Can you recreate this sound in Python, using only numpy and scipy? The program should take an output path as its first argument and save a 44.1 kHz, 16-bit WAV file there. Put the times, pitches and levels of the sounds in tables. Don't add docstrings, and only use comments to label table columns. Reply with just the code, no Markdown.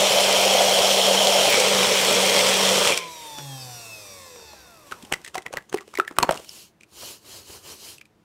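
import sys
import numpy as np
from scipy import signal
from scipy.fft import rfft, irfft
from scipy.io import wavfile
from scipy.ndimage import uniform_filter1d

SR = 44100
rng = np.random.default_rng(int(sys.argv[2]) if len(sys.argv) > 2 else 0)


def level_to_linear(level):
    exponent = np.asarray(level, float) / 20
    return 10 ** exponent


def master(y):
    cut = np.clip(np.atleast_2d(y).T, -1, 1)
    pcm = np.round(cut * 32767)
    wavfile.write(sys.argv[1], SR, pcm.astype(np.int16))


N = 363379
T = np.arange(N) / SR
LEAD_S = .012
REST_HZ = 22

# f/Hz, width/Hz, level/dB
CUP = [(161, 30, 1), (378, 36, 3.5), (510, 99, -6), (720, 120, -18.5), (1046, 320, -5), (1350, 180, -4),
       (2000, 140, -10), (2510, 290, -1), (2970, 860, 6), (4100, 600, -3), (5330, 900, -1), (7500, 3800, 2),
       (11100, 12000, -24.5)]


def evened(x):
    return x / np.sqrt(np.mean(abs(x) ** 2) + 1e-20)


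def read(points, hz):
    f, value = np.transpose(points)
    return np.interp(np.log(hz + 1), np.log(f + 1), value)


def curves(rows, t):
    s, *columns = np.transpose(rows)
    opening = np.clip((t - s[0]) * 50 + (s[0] == 0), 0, 1)
    closing = np.clip((s[-1] + .02 - t) * 50, 0, 1)
    return [np.interp(t, s, c) for c in columns] + [opening * closing]


def add(mix, s, sound):
    part = mix[round(s * SR):][:len(sound)]
    part += sound[:len(part)]


def humps(modes, hz):
    return sum(level_to_linear(2 * db) / (1 + (2 * (hz - f) / w) ** 2) for f, w, db in modes)


def lifts(peaks, hz):
    return sum(db / (1 + (2 * (hz - f) / w) ** 2) for f, w, db in peaks)


def coloured(x, colour_db, size=512):
    overlap = size * 3 // 4
    hz, t, z = signal.stft(x, SR, nperseg=size, noverlap=overlap)
    z = z * level_to_linear(colour_db(hz[:, None], t))
    return signal.istft(z, SR, nperseg=size, noverlap=overlap)[1][:N]


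def patches(hz, t):
    field = rng.standard_normal((len(t), len(hz)))
    field = uniform_filter1d(field, size=12, axis=0)
    return evened(uniform_filter1d(field, size=6, axis=1)).T


def grit(per_s, spread_db, share, grain_s):
    size = level_to_linear(spread_db * np.minimum(rng.exponential(1, N), 4)) * (rng.random(N) < per_s / SR)
    bursts = signal.lfilter([1], [1, -np.exp(-1 / (grain_s * SR))], size)
    return rng.standard_normal(N) * (1 + share * evened(bursts))


def filtered(x, hz, kind="low"):
    return signal.lfilter(*signal.butter(2, hz, kind, fs=SR), x)


def wander(hz):
    steps = rng.standard_normal(int(N / SR * hz) + 2)
    return np.interp(T * hz, np.arange(len(steps)), steps)


def ring(hz, t60, size=4000):
    t = np.arange(size) / SR
    return np.sin(2 * np.pi * hz * t) * level_to_linear(-60 * t / t60)


def room_tone():
    # f/Hz, relative level per Hz/dB
    quiet = [(18, -63.5), (30, -13.5), (184, -5.5), (215, -1.5), (273, -27), (295, -2), (384, -11),
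             (426, -12.5), (16000, -43)]
    noise = coloured(rng.standard_normal(N), lambda hz, t: read(quiet, hz), size=2048)
    return level_to_linear(-61.5) * evened(noise)


def shaft():
    # t/s, turns per second
    powered = [(0, 195), (.7, 193.2), (1.3, 194.6), (1.55, 194.2), (1.7, 197), (1.84, 191.8), (2.9, 191.8)]
    off_s, drag_hz, drag_s = 2.872, 13.9, .1
    brake_hz_per_s = 65.3
    off = np.maximum(T - off_s, 0)
    hz = curves(powered, T)[0] - drag_hz * (1 - np.exp(-off / drag_s)) - brake_hz_per_s * off
    hz = uniform_filter1d(np.maximum(hz, REST_HZ), size=2000)
    return hz, 2 * np.pi * np.cumsum(hz) / SR, off


def shake(angle):
    # t/s, rms level/dB
    loaded = [(0, -37.5), (1.4, -36.5), (1.59, -46), (1.75, -32), (1.9, -38), (2.77, -34), (2.87, -44.5)]
    level_db, running = curves(loaded, T)
    level = level_to_linear(level_db + 1.5 * wander(12))
    return np.sqrt(2) * running * level * np.cos(angle + 0.34 * wander(25))


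def churn(angle):
    # t/s, level/dB
    churn_level = [(0, -17.5), (1.46, -17.5), (1.61, -18.5), (2.3, -18), (2.89, -18.5), (2.94, -25),
                   (3.0, -34.5), (3.11, -46.5), (3.25, -46.5), (3.45, -54)]
    # f/Hz, relative level per Hz/dB
    free = [(20, -46.5), (40, -49.5), (90, -24.5), (230, -21.5), (355, -20.5), (470, -2.5), (600, 0),
            (820, -7), (1040, -13.5), (1810, -19), (2800, -12), (3770, -14.5), (7000, -16), (11700, -25),
            (16000, -32.5)]
    held = [(20, -46), (40, -33), (90, -24.5), (230, -13), (340, -26), (430, -5.5), (600, -4.5), (700, -12),
            (990, -10.5), (1590, -15.5), (2300, -12.5), (3770, -13), (8300, -17), (11700, -26),
            (16000, -32)]
    # f/Hz, width/Hz, lift free/dB, lift held/dB
    wall = [(600, 150, 0, -1), (489, 90, 0.5, 6), (2394, 410, 3.5, 4), (3110, 72, 5.5, 0),
            (3240, 510, 8, 7.5), (2118, 68, 7.5, 4.5), (4200, 77, 5.5, 3), (5440, 330, 5.5, 5),
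            (5780, 120, 4.5, 4.5), (7330, 370, 1, 1.5)]
    # t/s, grip 0-1
    hand = [(0, 0), (1.46, 0), (1.52, 1), (3.3, 1)]
    # t/s, lift/dB
    loose = [(0, -0.5), (1.48, -3.5), (1.53, 8), (1.6, 0.5), (2.86, -4), (2.94, 6.5), (3.05, 9.5), (3.3, 2)]
    # f/Hz, width/Hz
    rim = (2300, 400)
    # multiple of the shaft, level before a common 19 dB lift/dB
    pulp_orders = [(2, -48.5), (3, -33), (4, -39.5), (5, -41.5)]

    def colour_db(hz, t):
        grip = curves(hand, t)[0]
        wall_now = [(f, w, (1 - grip) * a + grip * b) for f, w, a, b in wall]
        rim_now = [(*rim, curves(loose, t)[0])]
        standing_db = (1 - grip) * read(free, hz) + grip * read(held, hz)
        return standing_db + lifts(wall_now, hz) + lifts(rim_now, hz) + 1.2 * patches(hz, t)

    level_db, gate = curves(churn_level, T)
    paced = 1 + .1 * np.cos(angle) + .08 * np.cos(2 * angle)
    lumps = filtered(grit(per_s=160, spread_db=0.5, share=0.39, grain_s=0.0026), 1400)
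    spray = filtered(grit(per_s=450, spread_db=6.0, share=.2, grain_s=0.0012), 1400, "high")
    slosh = coloured((lumps + spray) * paced, colour_db)
    slosh /= np.std(slosh[:3 * SR])
    beats = sum(level_to_linear(db + 19 + 4.5 * wander(25)) * np.cos(k * angle + 0.2 * wander(30))
                for k, db in pulp_orders)
    surge_db = 0.13 * wander(9.43)
    return level_to_linear(level_db + surge_db) * gate * (slosh + beats)


def clink():
    # f/Hz, level/dB, t60/s
    clink_modes = [(10400, -34, 0.068), (11600, -29, .08), (15470, -25, .08)]
    return sum(level_to_linear(db) * ring(hz, t60) for hz, db, t60 in clink_modes)


def whine(hz, angle, off):
    tone_orders = (1, 2, 6, 24)
    tone_db = [-58, -57, -47, -52]
    tone_sag_db = [2.4, 24, 6, 4.7]
    # f/Hz, width/Hz, lift/dB
    tone_paths = [
        [(152, 14, -29), (139, 34, 26), (68, 16, 4.5), (45, 16, -20)],
        [(375, 40, 6), (268, 33, 19.5)],
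        [(1030, 130, 9.5), (880, 70, 6.5), (478, 60, 11), (370, 100, -24.5)],
        [(4300, 400, -8), (3750, 200, 3), (3490, 130, 9), (3250, 110, 10), (3020, 170, -9), (2600, 130, 14.5),
         (1830, 350, -19), (1500, 340, 4.5), (950, 340, 2)],
    ]
    tones = np.zeros(N)
    for k, db, sag_db, path in zip(tone_orders, tone_db, tone_sag_db, tone_paths):
        level_db = db + sag_db * np.log2(hz / hz[0]) + lifts(path, k * hz) + 1.5 * wander(20)
        tones += level_to_linear(level_db) * np.cos(k * angle)
    coasting = np.clip(off * 50, 0, 1) * np.clip((hz - REST_HZ - 1) / 8, 0, 1)
    return np.sqrt(2) * coasting * tones


def contact(peak_db, hz, thud_db, tick_db, noises):
    spot_noise, tick_noise, spatter_noise, thud_noise = noises
    hz_axis = np.fft.rfftfreq(4096, 1 / SR)
    t = np.arange(4096) / SR - LEAD_S
    after = np.maximum(t, 0)
    cup = np.sqrt(humps(CUP, hz_axis)) / (1 + (110 / (hz_axis + 1)) ** 3)
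    split = 1 / (1 + (hz_axis / 1500) ** 4)
    shell = sum(level_to_linear(db) * ring(f, 5 / width) for f, width, db in CUP if f > 1500)
    hard = np.clip(1 + (peak_db + 3.5) / 9, 0, 1)
    t60 = .016 * (hz / 1000) ** -.4

    rise = np.clip(.0002 - .00002 * peak_db, .0001, .001)
    shape = (1 - np.exp(-after / rise)) ** 2 * level_to_linear(-60 * after / (.5 * t60))
    spatter = uniform_filter1d(abs(spatter_noise) ** 3 * (spatter_noise > 2.5), size=60)
    spatter *= level_to_linear(-60 * after / (4.3 * t60)) * (t > 0)
    soft = np.clip(-peak_db / 12, 0, 1) * np.exp(np.minimum(t, 0) / 0.0025) * (t < 0)
    shape = abs(shape / shape.max() + spatter + 0.25 * soft)
    crack = 9 * hard * np.exp(-after / 0.000061) * (t >= 0)

    spot_ring = ring(hz, (1.2 + 0.44 * hard) * t60) + 0.32 * ring(1.1 * hz, 0.31 * t60)
    spot = np.diff(signal.oaconvolve(spot_noise * shape + crack, spot_ring), prepend=0)

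    thud = irfft(rfft(thud_noise * shape ** .5) * cup * split)
    push_s = 0.0035
    thud += level_to_linear(-21) * abs(thud).max() * np.e * after / push_s * np.exp(-after / push_s)

    bright = level_to_linear(12 * hard * np.log2(1 + hz_axis / 4000))
    tick = irfft(rfft(tick_noise * shape ** (0.77 + .7 * hard)) * cup * (1 - split) * bright)
    tick += .5 * signal.oaconvolve(np.diff(crack, prepend=0), shell)[:4096]
    tick += 3.2 * np.diff(crack, n=2, prepend=[0, 0])
    tick = filtered(tick, 10500)

    gains_db = (peak_db - 3.5, thud_db - 6.0, tick_db + 5)
    return [level_to_linear(db) * part / abs(part).max() for db, part in zip(gains_db, (spot, thud, tick))]


def knocks_and_slaps():
    # t/s, peak/dB, loudest ring/Hz, thud/dB, tick/dB (the three levels are trimmed in contact)
    cup_knocks_and_slaps = [(2.874, -11, 3400, -16, -11.5), (2.903, -12.5, 468, -28, -20),
                            (2.922, -9.5, 2380, -11.5, -17), (2.975, -12.5, 2300, -56, -15),
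                            (3.385, -27, 1500, -23.5, -32), (4.359, -31, 476, -40, -56),
                            (4.396, -44, 471, -32, -57), (4.424, -37, 450, -53, -55),
                            (4.532, -30.5, 633, -48, -52), (4.912, -34, 1520, -45, -39),
                            (4.921, -17, 1350, -19, -36), (5.025, -41, 3600, -55, -40),
                            (5.049, -44, 784, -45, -38), (5.124, -11, 2170, -4.5, -16.5),
                            (5.137, -11.5, 2000, -17, -22), (5.247, -26, 1820, -70, -32.5),
                            (5.262, -28, 1980, -61, -38), (5.277, -30, 1810, -34.5, -33),
                            (5.345, -24.5, 1300, -33, -31.5), (5.354, -11.5, 765, -27, -28),
                            (5.38, -17, 2040, -17.5, -26.5), (5.421, -40, 1920, -70, -43),
                            (5.463, -18.5, 1940, -22.5, -35), (5.528, -25, 950, -44, -31.5),
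                            (5.537, -21.5, 503, -15, -31.5), (5.571, -12, 1970, -13, -54),
                            (5.584, -25, 1690, -46, -47.5), (5.696, -32, 6300, -41, -43),
                            (5.727, -21, 1500, -19, -34), (5.737, -29, 380, -36, -35),
                            (5.743, -7.5, 392, -18, -29), (5.773, -23.5, 1960, -83, -45),
                            (5.785, -20.5, 1920, -50.5, -66.5), (5.808, -27, 1190, -51, -40),
                            (5.877, -33.5, 440, -48, -48), (5.939, -24, 1090, -32.5, -41.5),
                            (5.953, -20.5, 2110, -29.5, -32.5), (5.974, -13, 2010, -44, -41.5),
                            (5.986, -13, 377, -55.5, -35), (5.999, -1.3, 1320, -37, -27.5),
                            (6.049, -31, 1950, -54, -51.5), (6.078, -14, 1740, -57, -38),
                            (6.11, -27, 331, -26, -47.5), (6.166, -28.5, 1490, -33.5, -49),
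                            (6.186, 0, 1160, -1.5, -7.5), (6.228, -7.5, 4270, -7, -14.5),
                            (6.232, 0, 958, -11.5, -23), (6.292, -2.7, 550, -3, -48),
                            (6.309, -8, 630, -59, -21), (6.322, -40, 587, -52, -27),
                            (6.354, -20, 522, -44, -38), (6.374, -22.5, 2870, -43, -33),
                            (6.395, -28, 506, -48, -42), (6.492, -22, 5330, -54, -37),
                            (6.809, -36, 2510, -71, -49), (6.833, -37, 2420, -56, -44),
                            (7.079, -48, 340, -40, -58), (7.245, -48, 340, -50, -56),
                            (7.982, -31.5, 2580, -61, -42.5), (8.012, -30, 2410, -76, -47),
                            (8.055, -41, 2450, -63, -55)]
    drop_db, top_db = -17.5, -34
    waits_s = .016 + 0.0065 * rng.uniform(-1.1, 1, len(cup_knocks_and_slaps))
    followers = []
    for (s, peak_db, hz, thud_db, tick_db), wait in zip(cup_knocks_and_slaps, waits_s):
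        fall_db = min(drop_db, top_db - peak_db)
        followers.append((s + wait, peak_db + fall_db, hz, thud_db + fall_db, tick_db + fall_db))
    out = np.zeros(N)
    draws = rng.standard_normal((2 * len(cup_knocks_and_slaps), 4, 4096))
    for (s, *hit), noises in zip(cup_knocks_and_slaps + followers, draws):
        for part in contact(*hit, noises):
            add(out, s - LEAD_S, part)
    return out


def coast(hz, angle):
    # t/s, rms level of the treble/dB
    coast_level = [(2.95, -28), (3.01, -61), (3.11, -46), (3.75, -43), (3.94, -45.5), (4.4, -48.5),
                   (5.09, -46), (5.3, -55)]
    # f/Hz, relative level per Hz/dB
    air = [(24, -36), (40, 15.5), (101, 3), (269, -6.5), (503, -1), (831, -1.5), (1020, -2), (1270, -10.5),
           (2630, -5), (2980, -14), (5720, -5), (12800, -6.5), (16000, -9)]
    # f/Hz, width/Hz, level/dB
    housing = [(496, 59, -3.5), (700, 71, -18), (1094, 86, 0), (1384, 86, -2), (1750, 56, -1),
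               (1990, 79, -15.5), (2605, 53, 0), (3350, 54, -27), (3630, 130, 5.5), (4230, 25, 2),
               (4630, 38, 3.5), (5200, 57, 0.5), (5740, 120, -1), (6345, 180, -16), (6640, 150, -13.5),
               (7400, 130, -6.5), (8070, 260, -7), (9050, 250, -10.5), (11330, 210, -5.5),
               (12900, 340, -5.5)]
    # fast/dB, slow/dB
    bar_rows = [(4, 24, 18), (5, 15, 25), (8, 20, 21), (12, 21, 29), (13, 27, 21), (20, 26, 27),
                (23, 28, 18), (31, 26, 24), (28, 27, 25), (32, 27, 26), (36, 33, 30), (40, 31, 26),
                (43, 30, 24), (48, 34, 32), (60, 33, 34), (72, 31, 30), (84, 31, 26)]
    plain_db, fast_hz, slow_hz, stall_hz = 23, 140, 88, 70

    def body_db(f, speed_hz):
        slowing = np.maximum(1 - speed_hz / 95, 0)
        duller_db = 6 * slowing * np.log2(1 + f / 2000)
        return read(air, f) + 6 * np.log10(level_to_linear(-33.5) + humps(housing, f)) - duller_db

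    level_db, gate = curves(coast_level, T)
    on = slice(int(2.9 * SR), int(5.35 * SR))
    fan = grit(per_s=420, spread_db=9, share=0.15, grain_s=.001) * (1 + 0.084 * np.cos(angle))
    sound = coloured(evened(fan), lambda f, t: body_db(f, np.interp(t, T, hz)))
    speed = hz[on][::64]
    bars = {k: pair for k, *pair in bar_rows}
    for k, (phase, chance) in enumerate(rng.random((110, 2)), 1):
        line_hz = k * speed
        fast_db, slow_db = bars.get(k, [plain_db + 8 * (chance - .5) - 8 * (k < 22)] * 2)
        over_db = np.interp(speed, [slow_hz, fast_hz], [slow_db, fast_db]) + 10 * np.log10(4 / SR)
        over_db -= .7 * np.maximum(stall_hz - 14 * (k == 12) - speed, 0)
        over_db -= .004 * np.maximum(line_hz - 9000, 0)
        swell_db = 2.2 * np.log10(.05 + 3 * humps(housing, line_hz)) * (k > 20)
        line_db = over_db + body_db(line_hz, speed) + swell_db + 3 * wander(8)[on][::64]
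        gain = np.repeat(level_to_linear(line_db), 64)[:len(hz[on])]
        sound[on] += gain * np.cos(k * angle[on] + 2 * np.pi * phase)
    treble = filtered(sound[on], 1500, "high")
    return level_to_linear(level_db) * gate * sound / np.std(treble)


def motor():
    hz, angle, off = shaft()
    return shake(angle) + whine(hz, angle, off) + churn(angle) + coast(hz, angle)


def skin():
    # t/s, ticks/dB, body/dB
    handling = [(4.85, -52, -72), (5.03, -59, -55), (5.5, -66, -68), (5.8, -70, -84), (5.91, -58, -63),
                (6.05, -69, -72), (6.2, -64.5, -55), (6.316, -47, -49), (6.44, -50, -58.5)]
    # f/Hz, relative level per Hz/dB
    skin_colour = [(880, -38), (1500, -12), (2020, -10), (3030, 5), (3520, -4), (4240, 4), (4970, 1.5),
                   (7100, 0), (8320, -2.5), (11000, -3), (16000, -10.5)]
    body_colour = [(24, -60), (40, -8.5), (96, 8.5), (156, -13.5), (372, 5), (791, -4.5), (1030, -0.5),
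                   (1200, -4.5), (2200, -11.5), (2860, -22.5), (4840, -120)]
    smooth = grit(per_s=600, spread_db=3, share=.12, grain_s=.002)
    hiss = coloured(smooth, lambda hz, t: read(skin_colour, hz) + 1.6 * patches(hz, t))
    wet = grit(per_s=200, spread_db=12, share=.5, grain_s=0.0014)
    ticks = coloured(wet, lambda hz, t: 10 * np.log10(humps(CUP, hz)) - 20 * (hz < 900))
    rough = grit(per_s=80, spread_db=6, share=0.4, grain_s=0.004)
    body = coloured(rough, lambda hz, t: read(body_colour, hz), size=1024)
    ticks_db, body_db, gate = curves(handling, T)
    rub, drawn = strokes()
    body_gain = gate * level_to_linear(body_db) + drawn
    return gate * level_to_linear(ticks_db) * evened(ticks) + rub * evened(hiss) + body_gain * evened(body)


def strokes():
    # start/s, length/s, hiss peak/dB, body peak/dB
    finger_strokes = [(6.424, 0.26, -45, -57), (6.93, 0.25, -39, -48), (7.231, .21, -43, -49.5),
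                      (7.438, 0.17, -43, -50), (7.618, 0.15, -42, -46.5), (7.761, 0.21, -41.5, -52)]
    peak, ends_db, squareness = 0.58, -15.5, 2.45
    gains = np.zeros((2, N))
    for s, length, *levels_db in finger_strokes:
        u = (T - s) / length
        from_peak = np.where(u < peak, 1 - u / peak, (u - peak) / (1 - peak))
        arch_db = ends_db * from_peak ** squareness
        gains += level_to_linear(np.array(levels_db)[:, None] + arch_db)
    return gains


def glugs():
    # t/s, start/Hz, end/Hz, length/s, level/dB
    bubbles = [(5.028, 149, 370, 0.018, -37), (5.504, 280, 800, 0.011, -37)]
    out = np.zeros(N)
    for s, start_hz, end_hz, length, db in bubbles:
        hz = np.geomspace(start_hz, end_hz, int(length * SR))
        add(out, s, level_to_linear(db) * np.sin(2 * np.pi * np.cumsum(hz) / SR) * np.hanning(len(hz)))
    return out


def kitchen(x):
    # f/Hz, t60/s
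    decay = [(150, 0.294), (600, 0.35), (2500, 0.19), (10000, 0.2)]
    noise = rng.standard_normal(SR // 2)
    tail = coloured(noise, lambda hz, t: -60 * t / read(decay, hz), size=256)
    tail[:200] = 0
    return signal.oaconvolve(x, tail / np.linalg.norm(tail))[:N]


def scene():
    hits = knocks_and_slaps() + glugs()
    add(hits, 1.498, clink())
    mono = motor() + hits + level_to_linear(-19.5) * kitchen(hits) + skin() + room_tone()
    return np.array([mono, mono])


def roll_off(x):
    return signal.sosfilt(signal.butter(12, 17040, fs=SR, output="sos"), x)


def record(dry):
    mic = filtered(dry, 45, "high")
    mic = signal.oaconvolve(mic, signal.firwin(255, 15750, fs=SR)[None], "same")
    return roll_off(np.clip(mic, -1, 1))


dry = scene()
out = record(dry)
master(out)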